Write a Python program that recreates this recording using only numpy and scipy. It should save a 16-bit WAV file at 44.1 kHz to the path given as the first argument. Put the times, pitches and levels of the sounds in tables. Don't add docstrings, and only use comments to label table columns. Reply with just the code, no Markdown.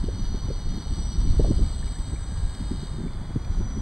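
import sys
import numpy as np
from scipy import signal
from scipy.fft import rfft, irfft
from scipy.io import wavfile

SR = 44100
rng = np.random.default_rng(int(sys.argv[2]) if len(sys.argv) > 2 else 0)


def unload_audio(sound):
    columns = np.transpose(np.atleast_2d(sound))
    steps = np.round(np.clip(columns, -1, 1) * 32767)
    wavfile.write(sys.argv[1], SR, steps.astype(np.int16))


N = 168021
TIME = np.arange(N) / SR


def amp(db):
    return 10 ** (np.asarray(db) / 20)


def unit_rms(x):
    return x / np.sqrt(np.mean(x ** 2) + 1e-20)


def curves(rows):
    times, *columns = np.transpose(rows)
    return [np.interp(TIME, times, column) for column in columns]


def phase_of(hz):
    return 2 * np.pi * np.cumsum(hz) / SR


def band(x, low_hz, high_hz, order=2):
    return signal.sosfilt(signal.butter(order, [low_hz, high_hz], "band", fs=SR, output="sos"), x)


def coloured(spectrum):
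    hz, db = np.transpose(spectrum)
    hz, db = np.r_[hz[0] / 2, hz, hz[-1] * 2], np.r_[db[0] - 40, db, db[-1] - 40]
    grid = np.arange(1, N // 2 + 2) * SR / N
    gain = amp(np.interp(np.log(grid), np.log(hz), db))
    return unit_rms(irfft(rfft(rng.standard_normal(N)) * gain, N))


def drift(hz):
    r = np.exp(-2 * np.pi * hz / SR)
    return unit_rms(signal.lfilter([1], [1, -2 * r, r * r], rng.standard_normal(N + SR))[SR:])


def resonance(x, hz, width):
    r = np.exp(-np.pi * width / SR)
    gain = (1 - r * r) / 2
    return signal.lfilter([gain, 0, -gain], [1, -2 * r * np.cos(2 * np.pi * hz / SR), r * r], x)


# (frequency [Hz], relative level [dB])
FLOOR_SPECTRUM = [(3000, -7), (6000, -4), (9000, -8.5), (15500, -1)]
def self_noise():
    return amp(-74) * np.array([coloured(FLOOR_SPECTRUM), coloured(FLOOR_SPECTRUM)])


# (frequency [Hz], relative level [dB])
WASH_SPECTRUM = [(300, 1), (600, -0.5), (1000, 0), (1600, -6), (2500, -7), (4000, -12.5)]
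def lake_wash():
    return amp(-48 + 0.7 * drift(14)) * coloured(WASH_SPECTRUM)


# (time [s], peak level [dB], starting pitch [Hz])
DRIPS = [(1.275, -45, 2250), (1.827, -40, 1760), (1.876, -41.5, 2230), (1.959, -43, 1720),
         (2.160, -38.5, 2290), (3.079, -42, 2240), (3.447, -40.5, 2370)]
def drips(attack_s=0.00036, t60_s=0.046):
    out = np.zeros(N)
    t = TIME[:SR // 20]
    for start, db, hz in DRIPS:
        envelope = amp(db - 60 * t / t60_s) * np.minimum(t / attack_s, 1)
        i = int(start * SR)
        out[i:i + len(t)] += envelope * np.sin(2 * np.pi * hz * t * (1 + 1.8 * t))
    return out


# (time [s], body gain [dB], treble gain [dB])
SPRAY_TICKS = [(0.7692, -42, -47), (1.9914, -36, -52), (2.3935, -61, -54), (2.5481, -27, -51),
               (3.133, -34, -57), (3.4468, -33, -49)]
def spray(decay_s=0.0035):
    out = np.zeros(N)
    t = TIME[:SR // 20]
    for start, body_db, treble_db in SPRAY_TICKS:
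        noise = rng.standard_normal(len(t))
        body = amp(body_db) * band(noise, 2300, 5300, order=6)
        treble = amp(treble_db) * band(noise, 11500, 15000)
        i = int(start * SR)
        out[i:i + len(t)] += (body + treble) * np.exp(-t / decay_s)
    return out


# (time [s], rumble level [dB], flutter level [dB])
WIND_LEVELS = [(0, -24, -50), (.1, -25.5, -39), (.5, -27, -52), (.75, -29.5, -39.5), (.95, -26.5, -42.5),
               (1.15, -25, -44.5), (1.27, -17, -36.5), (1.34, -19, -45), (1.45, -21, -36),
               (1.62, -20.5, -34), (1.7, -26, -42), (2.3, -31, -43.5), (2.42, -22, -62), (2.56, -31, -43.5),
               (2.67, -27.5, -50.5), (2.8, -31.5, -42), (3.1, -30, -44), (3.3, -29.5, -49.5),
               (3.81, -26, -39)]
# (frequency [Hz], relative level [dB])
RUMBLE_SPECTRUM = [(14, -2.5), (26, 4), (70, -3), (150, -13), (300, -29), (500, -46)]
FLUTTER_SPECTRUM = [(90, 4.5), (200, 4), (400, -10), (600, -54), (900, -38)]
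def wind():
    rumble_db, flutter_db = curves(WIND_LEVELS)
    rumble = amp(rumble_db + 2 * drift(18)) * coloured(RUMBLE_SPECTRUM)
    flutter = amp(flutter_db + 7 * drift(17)) * coloured(FLUTTER_SPECTRUM)
    return rumble + flutter


# (time [s], peak level [dB], upper band edge [Hz])
BUFFETS = [(0.082, -23.5, 524), (0.34, -26.5, 437), (.481, -26, 474), (0.5, -25.5, 507),
           (0.739, -25.5, 276), (1.392, -11.5, 622), (1.405, -33.5, 550), (1.441, -20, 734),
           (1.457, -28, 720), (1.473, -27.5, 550), (1.508, -27, 590), (1.585, -22, 480),
           (1.613, -27.5, 412), (2.127, -29.5, 415), (2.706, -21, 372), (3.354, -13.5, 375),
           (3.601, -27.5, 394)]
def buffets(attack_s=0.0053, tail_s=0.011, low_hz=97):
    out = np.zeros(N)
    t = TIME[:SR // 10]
    envelope = np.minimum(t / attack_s, 1) * (np.exp(-2 * t / attack_s) + amp(-6) * np.exp(-t / tail_s))
    for start, db, top_hz in BUFFETS:
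        bassy_noise = signal.lfilter([1], [1, -0.94], rng.standard_normal(len(t)))
        puff = band(bassy_noise * envelope, low_hz, top_hz, order=4)
        i = int(start * SR)
        out[i:i + len(t)] += amp(db) * puff / np.abs(puff).max()
    return out


# (time [s], speed [turns/s])
CRUISE = [(0, 103.3), (.8, 103.9), (1.12, 104.75), (1.28, 104.2), (1.5, 104.4), (2.2, 103.8), (2.45, 104.7),
          (2.94, 104.0)]
# (time [s], speed lost [turns/s], lag [s])
THROTTLE_CUTS = [(1.505, 13.8, .16), (2.945, 12.0, .185)]
def shaft_speed():
    speed, = curves(CRUISE)
    for start, loss, lag in THROTTLE_CUTS:
        speed -= loss * (1 - np.exp(-np.maximum(TIME - start, 0) / lag))
    return speed


# (time [s], level [dB])
HUM_LEVELS = [(1.8, -82), (2.2, -62), (3.0, -62.5), (3.81, -65)]
def motor_hum(speed):
    hz = 1634 + 14.7 * (speed - 90.7)
    db = curves(HUM_LEVELS)[0] + 2 * drift(2.5)
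    return np.sqrt(2) * amp(db) * np.sin(phase_of(hz))


# (frequency [Hz], relative level [dB])
BLADE_SPECTRUM = [(2200, -26), (2950, 6), (3400, -3), (4400, 2), (4950, 0.5), (5100, -13.5), (6200, -9),
                  (7000, -23), (8400, -14.5), (9200, -21), (11500, -23.5), (15500, -32)]
def propeller(shaft, db, throb_depth=0.32):
    throb = 1 + throb_depth * np.sin(shaft)
    return amp(db + 1.28 * drift(21)) * throb * coloured(BLADE_SPECTRUM)


# (switching multiple [0 or 1], shaft multiple [cycles/turn], relative level [dB])
MAGNET_TONES = [(1, -42, -7), (1, -28, -18), (0, 42, 0), (0, 56, -14)]
def magnets(shaft, switching, level_db):
    tones = sum(amp(db + drift(6)) * np.sin(on * switching + k * shaft) for on, k, db in MAGNET_TONES)
    return np.sqrt(2) * amp(level_db) * tones


# (frequency [Hz], width [Hz], lift of passing tones [dB])
CASING_MODES = [(5878, 75, 22), (6008, 55, 6)]
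CASING_RING_DB = [-2.5, 5]
def casing(tones, ring_db):
    lifted, ring = np.zeros(N), np.zeros(N)
    for (hz, width, lift_db), noise_db in zip(CASING_MODES, CASING_RING_DB):
        lifted += amp(lift_db) * resonance(resonance(tones, hz, width), hz, width)
        narrow_noise = resonance(resonance(rng.standard_normal(N), hz, width), hz, 2 * width)
        ring += amp(noise_db) * unit_rms(narrow_noise)
    return tones + lifted + amp(ring_db) * unit_rms(ring)


# (time [s], propeller hiss [dB], magnet tones [dB], casing ring [dB])
DRIVE_LEVELS = [(0, -51.5, -60, -59), (.2, -48, -57, -52), (.7, -48, -57.5, -56), (1.13, -47.5, -55, -55.5),
                (1.48, -46, -58, -57), (1.58, -47, -60, -57.5), (2.3, -52.5, -61.5, -59.5),
                (2.8, -47.5, -59.5, -79), (3.12, -58.5, -59.5, -69), (3.3, -55.5, -63, -71),
                (3.75, -57.5, -59.5, -53.5)]
def drive(shaft, switching):
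    hiss_db, magnet_db, ring_db = curves(DRIVE_LEVELS)
    return casing(magnets(shaft, switching, magnet_db), ring_db) + propeller(shaft, hiss_db)


# (time [s], frequency [Hz])
SWITCHING_RATE = [(0, 8070), (1.8, 8069.5), (3.81, 8060)]
def switching_phase():
    return phase_of(curves(SWITCHING_RATE)[0])


# (time [s], centre tone level [dB], side tone level [dB])
WHINE_LEVELS = [(0, -54.5, -72), (.3, -61, -74), (.5, -58, -76), (.8, -58.5, -71), (1.0, -48.5, -72),
                (1.25, -53, -73), (1.5, -51, -69.5), (1.9, -48.5, -70), (2.4, -51.5, -66),
                (2.85, -53.5, -67), (3.1, -62, -70), (3.4, -72, -70), (3.81, -67, -69.5)]
# (offset from the whine [cycles/turn], relative level [dB])
SIDE_TONES = [(-21, 0), (-14, -8), (-8, -15), (-7, -3), (-1, -7), (1, -1), (2, 2), (3, -7), (4, 0), (5, 1),
              (6, -2), (7, -3), (14, -14), (21, -14), (28, -12)]
def controller_whine(shaft, switching, sweep_rad=0.2):
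    centre_db, side_db = curves(WHINE_LEVELS)
    sides = sum(amp(db + 2 * drift(4.4)) * np.sin(switching + k * shaft + sweep_rad * k * k)
                for k, db in SIDE_TONES)
    centre = amp(centre_db + drift(13.5)) * np.sin(switching)
    return np.sqrt(2) * (centre + amp(side_db) * sides)


def narrow_stereo(mono, left_lag_s=2.1e-5, centred_below_hz=800):
    padded = N + SR
    spectrum = rfft(mono, padded)
    hz = np.arange(len(spectrum)) * SR / padded
    lag_s = left_lag_s * hz ** 2 / (hz ** 2 + centred_below_hz ** 2)
    return irfft(spectrum * np.exp(1j * np.outer([-1, 1], np.pi * hz * lag_s)), padded)[:, :N]


def scene():
    speed = shaft_speed()
    shaft = phase_of(speed + 0.1046 * drift(9.6))
    switching = switching_phase()
    seaplane = controller_whine(shaft, switching) + motor_hum(speed) + drive(shaft, switching)
    background = lake_wash() + drips() + spray() + wind() + buffets()
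    return narrow_stereo(seaplane + background) + self_noise()


# (frequency [Hz], width [Hz])
DEAD_SPOTS = [(2710, 1330), (5505, 340), (7850, 270), (10880, 620), (11050, 1440)]
def record(dry, cutoff_hz=15600):
    out = dry
    for hz, width in DEAD_SPOTS:
        out = signal.lfilter(*signal.iirnotch(hz, hz / width, fs=SR), out)
    return signal.sosfilt(signal.cheby2(16, 50, cutoff_hz, fs=SR, output="sos"), out)


dry = scene()
out = record(dry)
unload_audio(out)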